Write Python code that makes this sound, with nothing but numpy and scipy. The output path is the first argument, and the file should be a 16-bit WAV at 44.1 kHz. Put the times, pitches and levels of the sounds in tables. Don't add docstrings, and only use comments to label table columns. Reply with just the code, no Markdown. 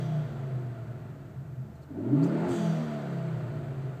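import sys
import numpy as np
from scipy import signal
from scipy.fft import rfft, irfft
from scipy.io import wavfile

SR = 44100
rng = np.random.default_rng(int(sys.argv[2]) if len(sys.argv) > 2 else 0)


def output_pcm(signal):
    pcm = np.clip(np.atleast_2d(signal).T, -1, 1) * 32767
    wavfile.write(sys.argv[1], SR, np.round(pcm).astype(np.int16))


N = 176400
T = np.arange(N) / SR
BIN_HZ = np.fft.rfftfreq(N, 1 / SR)
FIRING_ORDER, REF_SPEED_RPS = 2.5, 60


def amp(db):
    return 10 ** (np.asarray(db) / 20)


def unit_rms(x):
    return x / np.sqrt(np.mean(x ** 2) + 1e-20)


def curve(rows, column=1):
    rows = np.array(rows)
    return np.interp(T, rows[:, 0], rows[:, column])


def at_hz(spectrum, hz):
    freq_hz, value = np.transpose(spectrum)
    return np.interp(np.log(hz + 1), np.log(freq_hz + 1), value)


def wander(rate_hz, points=4000):
    hz = np.fft.rfftfreq(points, T[-1] / points)
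    drift = irfft(rfft(rng.standard_normal(points)) / (1 + (hz / rate_hz) ** 4))
    return np.interp(T, np.linspace(0, T[-1], len(drift)), unit_rms(drift))


def noise(colour, change_db=None):
    hz, t, frames = signal.stft(rng.standard_normal(N), SR, nperseg=1024, noverlap=768)
    gain = unit_rms(amp(at_hz(colour, hz)))[:, None]
    if change_db:
        gain = gain * amp(change_db(hz[:, None], t[None]))
    return signal.istft(frames * gain, SR, nperseg=1024, noverlap=768)[1][:N]


def filtered_noise(gain):
    return unit_rms(irfft(rfft(rng.standard_normal(N)) * gain, N))


def swell(start_s, length_s):
    return np.sin(np.pi * np.clip((T - start_s) / length_s, 0, 1))


def rings(rows):
    return sum(amp(db) * swell(start_s, length_s) * np.sqrt(2) * np.sin(2 * np.pi * hz * (T - start_s))
               for start_s, length_s, hz, db in rows)


def partial(turns, order, rough, rate_hz):
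    angle = 2 * np.pi * (order * turns + rng.random())
    in_phase = (1 + rough * wander(rate_hz)) * np.cos(angle)
    quadrature = rough * wander(rate_hz) * np.sin(angle)
    return np.sqrt(2 / (1 + 2 * rough ** 2)) * (in_phase + quadrature)


def order_stack(speed_rps, turns, pattern, response, other_db, rough, rate_hz):
    levels_db, out = dict(pattern), np.zeros(N)
    for order in np.arange(1, 22, .5):
        if order not in DRONE_ORDERS:
            level_db = levels_db.get(order, other_db) + at_hz(response, order * speed_rps)
            out += amp(level_db) * partial(turns, order, rough, rate_hz)
    return out


DRONE_ORDERS = (2, 2.5, 3, 4)
# time_s, order_2_db, order_2.5_db, order_3_db, order_4_db
DRONE_LEVELS = [(0, -32, -36, -50, -55), (.18, -43, -29, -45, -52.5), (.3, -42, -38.5, -59, -51),
                (.55, -52.5, -34, -46, -51.5), (.8, -61, -37.5, -69, -57.5), (1.1, -60, -55, -46.5, -72),
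                (1.85, -63, -56, -67, -53.5), (2.02, -73, -42, -55, -46), (2.14, -47.5, -26, -51, -49),
                (2.25, -35.5, -27.5, -42, -52), (2.35, -34, -35, -34.5, -34),
                (2.43, -30, -35.5, -43.5, -43), (2.51, -45.5, -46, -33.5, -29.5),
                (2.61, -32, -32.5, -46, -36.5), (2.7, -25, -33, -52.5, -46), (2.82, -34, -49, -34.5, -46),
                (3, -40, -47, -40, -48), (3.14, -36, -36, -46, -49.5), (3.32, -38.5, -34, -50, -65),
                (3.5, -43.5, -40, -49, -52), (3.78, -52, -34, -70, -51.5), (4, -56, -37, -43.5, -63.5)]


def exhaust_drone(turns):
    return sum(amp(curve(DRONE_LEVELS, column)) * partial(turns, order, rough=.14, rate_hz=12)
               for column, order in enumerate(DRONE_ORDERS, start=1))


# order, gain_db
COAST_ORDERS = [(1, -11.5), (1.5, -8.5), (3.5, -6.5), (4.5, -4), (5, 2.5), (5.5, 1.5), (6, 4.5), (7, 5.5),
                (8, 3.5), (9, 4.5), (10, -1), (11, -1), (12, -12.5), (13, -4), (14, -9.5)]
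# freq_hz, gain_db
CABIN_RESPONSE = [(30, -9), (53, 8), (100, -4.5), (150, 14), (180, 2), (213, 1), (260, -5), (295, 0.5),
                  (320, -7.5), (355, 2.5), (410, -7), (470, -9.5), (530, -8.5), (580, -10.5), (655, 6.5),
                  (705, 0), (745, -16), (778, -3), (820, -26), (870, 0.5), (920, -30), (960, -16.5),
                  (1020, -15), (1450, -15), (2500, -17)]


def coast_hum(speed_rps, turns, gain_db=-55.5, db_per_doubling=13):
    orders = order_stack(speed_rps, turns, COAST_ORDERS, CABIN_RESPONSE,
                         other_db=-10, rough=.97, rate_hz=5.5)
    return orders * amp(gain_db + db_per_doubling * np.log2(speed_rps / REF_SPEED_RPS))


# order, level_db
WHINE_ORDERS = [(9, -47.5), (10, -50), (12, -58), (14, -57.5), (16, -62.5)]
# freq_hz, gain_db
WHINE_RESPONSE = [(300, -17), (560, -14.5), (630, -0.5), (690, -1.5), (740, -12.5), (780, -6.5),
                  (825, -15.5), (872, -2.5), (920, -18), (1500, -22)]


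def whine(speed_rps, turns):
    return sum(amp(level_db + at_hz(WHINE_RESPONSE, order * speed_rps))
               * partial(turns, order, rough=.25, rate_hz=8) for order, level_db in WHINE_ORDERS)


# freq_hz, density_db
RUSH_COLOUR = [(120, -34), (200, -7), (235, -5.5), (262, -2), (309, -6.5), (350, 1), (503, -8), (570, -11),
               (624, -5.5), (671, -2.5), (748, -13.5), (818, -19), (880, -13.5), (1020, -18), (1380, -16),
               (1570, -19), (2130, -26.5), (2650, -29), (2900, -30.5), (4090, -35.5), (4720, -37),
               (5070, -41.5), (7970, -41), (10100, -50), (15000, -42)]
# freq_hz, db_per_doubling
RUSH_GROWTH = [(200, 11.5), (700, 11.9), (1500, 12.2), (3500, 15), (7000, 13.6), (14000, 10)]
# freq_hz, gain_db
RUSH_EQ = [(200, -6), (400, -3), (680, -2.5), (1000, -1.5), (1400, 0), (2100, .5), (4600, -0.5),
           (5200, -4.5), (8000, 0), (10000, -5.5), (15000, -11)]


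def rush(speed_rps, turns, load, gain_db=-43, load_db=1, low_cut_hz=290):
    def change_db(hz, t):
        doublings = np.log2(np.interp(t, T, speed_rps) / REF_SPEED_RPS)
        growth_db = at_hz(RUSH_GROWTH, hz) * doublings + load_db * np.interp(t, T, load)
        low_cut_db = -10 * np.log10(1 + (low_cut_hz / (hz + 1)) ** 8)
        return growth_db + at_hz(RUSH_EQ, hz) + low_cut_db
    throb = .077 * np.cos(2 * np.pi * FIRING_ORDER * turns)
    lope = .059 * np.cos(np.pi * turns)
    return amp(gain_db) * noise(RUSH_COLOUR, change_db) * (1 + throb + lope)


# pitch_hz, width_hz, level_db
PIPE_MODES = [(1870, 90, -60.5), (2610, 120, -69), (3330, 180, -67), (3970, 80, -64.5), (4640, 170, -60.5),
              (6150, 140, -83)]


def pipe_ring(start_s, fade_db_per_s=28.5):
    ring = sum(amp(level_db) * filtered_noise(1 / (1 + (2 * (BIN_HZ - pitch_hz) / width_hz) ** 2))
               for pitch_hz, width_hz, level_db in PIPE_MODES)
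    return ring * amp(-fade_db_per_s * np.maximum(T - start_s, 0))


# freq_hz, density_db
VALVE_COLOUR = [(1500, -5.5), (2500, -9), (3300, 8), (4200, -9), (4700, -8), (5100, -12), (6000, -3),
                (7000, -3.5), (8200, -2.5), (9200, -11), (10300, -15.5), (12800, -16), (15000, -19)]
# freq_hz, fade_db_per_s
VALVE_FADE = [(2000, 19), (3400, 29.6), (5800, 33.8), (8000, 55), (13000, 30)]
# start_s, level_db
VALVE_RELEASES = [(-.42, -46), (2.478, -49.5)]


def dump_valve(start_s, level_db, rise_s=.032, hold_s=.059):
    def change_db(hz, t, from_hz=9000, to_hz=4900, sink_s=.13, width_hz=1300, peak_db=6):
        age_s = np.maximum(t - start_s, 0)
        centre_hz = to_hz + (from_hz - to_hz) * np.exp(-age_s / sink_s)
        jet_db = peak_db * (np.exp(-((hz - centre_hz) / width_hz) ** 2) - .5)
        return jet_db - at_hz(VALVE_FADE, hz) * np.maximum(age_s - rise_s - hold_s, 0)
    opening = np.clip((T - start_s) / rise_s, 0, 1)
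    return opening * (pipe_ring(start_s) + amp(level_db) * noise(VALVE_COLOUR, change_db))


# freq_hz, density_db
BACKGROUND_COLOUR = [(30, -11), (70, -10.5), (300, 1.5), (700, 0), (1500, -15.5), (3000, -20), (5200, -23),
                     (7800, -22), (10000, -31), (12500, -23.5), (15000, -24)]


def background_hiss(level_db=-62.5):
    return amp(level_db) * noise(BACKGROUND_COLOUR)


# time_s, level_db
BOOM_LEVEL = [(0, -64), (.2, -61), (.27, -39), (.55, -44), (.95, -42), (1.25, -46), (1.55, -48),
              (1.72, -46), (1.9, -59), (2.35, -48), (2.6, -40.5), (2.8, -59), (3.3, -57), (3.35, -38.5),
              (3.6, -37.5), (4, -42.5)]
# freq_hz, density_db
BOOM_COLOUR = [(25, -35), (40, -21.5), (52, -23), (62, -24), (75, -7.5), (98, -10), (118, 4.5), (132, 4.5),
               (155, 4.5), (185, -17), (215, -4.5), (260, -25.5), (500, -69.5)]
# start_s, length_s, pitch_hz, level_db
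BURBLES = [(1.334, 0.11, 134, -36.5), (1.482, 0.042, 134, -44), (1.514, 0.034, 137, -37),
           (1.56, 0.099, 129.8, -36), (1.61, .16, 213, -50), (2.465, .06, 91.5, -46),
           (2.48, 0.094, 128.3, -40), (3.325, 0.012, 170.2, -51)]


def exhaust_boom():
    rumble = filtered_noise(amp(at_hz(BOOM_COLOUR, BIN_HZ)))
    return amp(curve(BOOM_LEVEL)) * rumble + rings(BURBLES)


# start_s, length_s, from_hz, to_hz, tone_db, air_db
CHIRPS = [(1.748, .028, 4300, 4100, -77, -74), (1.815, .035, 4900, 3900, -73, -72),
          (2.222, .026, 4000, 5000, -57, -62), (2.236, .017, 7100, 7300, -58, -72),
          (2.234, .046, 6300, 5900, -70, -61), (2.272, .034, 4850, 4600, -64, -78)]
# freq_hz, density_db
AIR_COLOUR = [(2500, -1.5), (4200, -2), (8300, 0), (9800, -11), (13000, -10), (15000, -9.5)]


def turbo_chirps(waver=.044):
    air, out = noise(AIR_COLOUR), np.zeros(N)
    for start_s, length_s, from_hz, to_hz, tone_db, air_db in CHIRPS:
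        progress = np.clip((T - start_s) / length_s, 0, 1)
        pitch_hz = (from_hz + (to_hz - from_hz) * progress) * (1 + waver * wander(rate_hz=250))
        tone = np.sqrt(2) * np.sin(2 * np.pi * np.cumsum(pitch_hz) / SR)
        arch = 4 * progress * (1 - progress)
        out += amp(tone_db) * arch * tone + amp(air_db) * np.sqrt(arch) * air
    return out


# time_s, gain_db
THROTTLE = [(0, -74), (1.86, -88), (1.9, -54.5), (2, -40.5), (2.12, -37.5), (2.25, -33.5), (2.32, -35),
            (2.42, -38.5), (2.5, -66), (2.6, -79), (4, -73.5)]
# order, gain_db
LOAD_ORDERS = [(3.5, -3.5), (4.5, 6.5), (5, -18), (5.5, 0), (6, -2), (6.5, 2), (7, -7.5), (7.5, 6)]
# freq_hz, gain_db
INTAKE_RESPONSE = [(100, -35.5), (170, -13), (235, -4), (265, -0.5), (290, 1), (320, -7), (385, -5),
                   (460, -21), (640, -12.5), (780, -29), (1400, -28.5), (2500, -31)]
# start_s, length_s, pitch_hz, level_db
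HONKS = [(1.885, 0.063, 294, -42.5), (1.986, 0.011, 295.2, -38), (2.115, 0.05, 287.4, -22),
         (2.207, 0.066, 287.6, -21)]


def intake_growl(speed_rps, turns):
    orders = order_stack(speed_rps, turns, LOAD_ORDERS, INTAKE_RESPONSE,
                         other_db=-4.1, rough=.71, rate_hz=20.3)
    return amp(curve(THROTTLE)) * orders + rings(HONKS)


# time_s, level_db
RASP_LEVEL = [(0, -101), (1.9, -65), (2.1, -52), (2.2, -49.5), (2.33, -50), (2.43, -38), (2.54, -43.5),
              (2.62, -47), (2.9, -65), (4, -90)]
# freq_hz, density_db
RASP_COLOUR = [(150, -29), (330, -5.5), (430, 6.5), (480, 1.5), (540, -1.5), (680, 7), (790, -12), (870, 8),
               (1020, -17.5), (1400, -15), (2000, -16), (3000, -57.5), (6000, -53)]


def rasp(turns):
    throb = .5 * np.cos(2 * np.pi * FIRING_ORDER * turns)
    return amp(curve(RASP_LEVEL)) * noise(RASP_COLOUR) * (1 + throb)


def valve_puff(start_s, level_db, offset_db=-8):
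    return amp(level_db + offset_db) * swell(start_s, length_s=.03) * noise(AIR_COLOUR)


def cabin_echoes(x, t60_s=.2, wet_db=-12, taps=6000):
    tail = rng.standard_normal(taps) * np.exp(-np.log(1000) * T[:taps] / t60_s)
    echoes = signal.fftconvolve(x, tail / np.linalg.norm(tail))[:N]
    return (x + amp(wet_db) * echoes) / np.sqrt(1 + amp(wet_db) ** 2)


# time_s, speed_rps
CRANK_SPEED = [(0, 64.5), (.3, 57.7), (.6, 50.5), (1, 44), (1.4, 35.2), (1.72, 31.9), (1.88, 32.5),
               (2, 40.5), (2.14, 53.7), (2.24, 66.1), (2.4, 81), (2.47, 90), (2.55, 86.5), (2.75, 80.2),
               (3, 72), (3.4, 61.8), (3.7, 56.3), (4, 50.5)]


def scene(duck_db=8.5):
    speed_rps = curve(CRANK_SPEED)
    turns = np.cumsum(speed_rps) / SR
    load = amp(curve(THROTTLE) - curve(THROTTLE).max())
    engine = exhaust_drone(turns)
    engine += (coast_hum(speed_rps, turns) + whine(speed_rps, turns)) * amp(-duck_db * np.sqrt(load))
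    engine += intake_growl(speed_rps, turns) + exhaust_boom()
    air = rush(speed_rps, turns, load) + rasp(turns)
    air += sum(dump_valve(*row) + valve_puff(*row) for row in VALVE_RELEASES)
    return (engine + cabin_echoes(air) + turbo_chirps() + background_hiss())[None]


def record(dry, cutoff_hz=15250):
    low_pass = signal.firwin(511, cutoff_hz, window=("kaiser", 9), fs=SR)
    return signal.oaconvolve(dry, low_pass[None], "same")


dry = scene()
out = record(dry)
output_pcm(out)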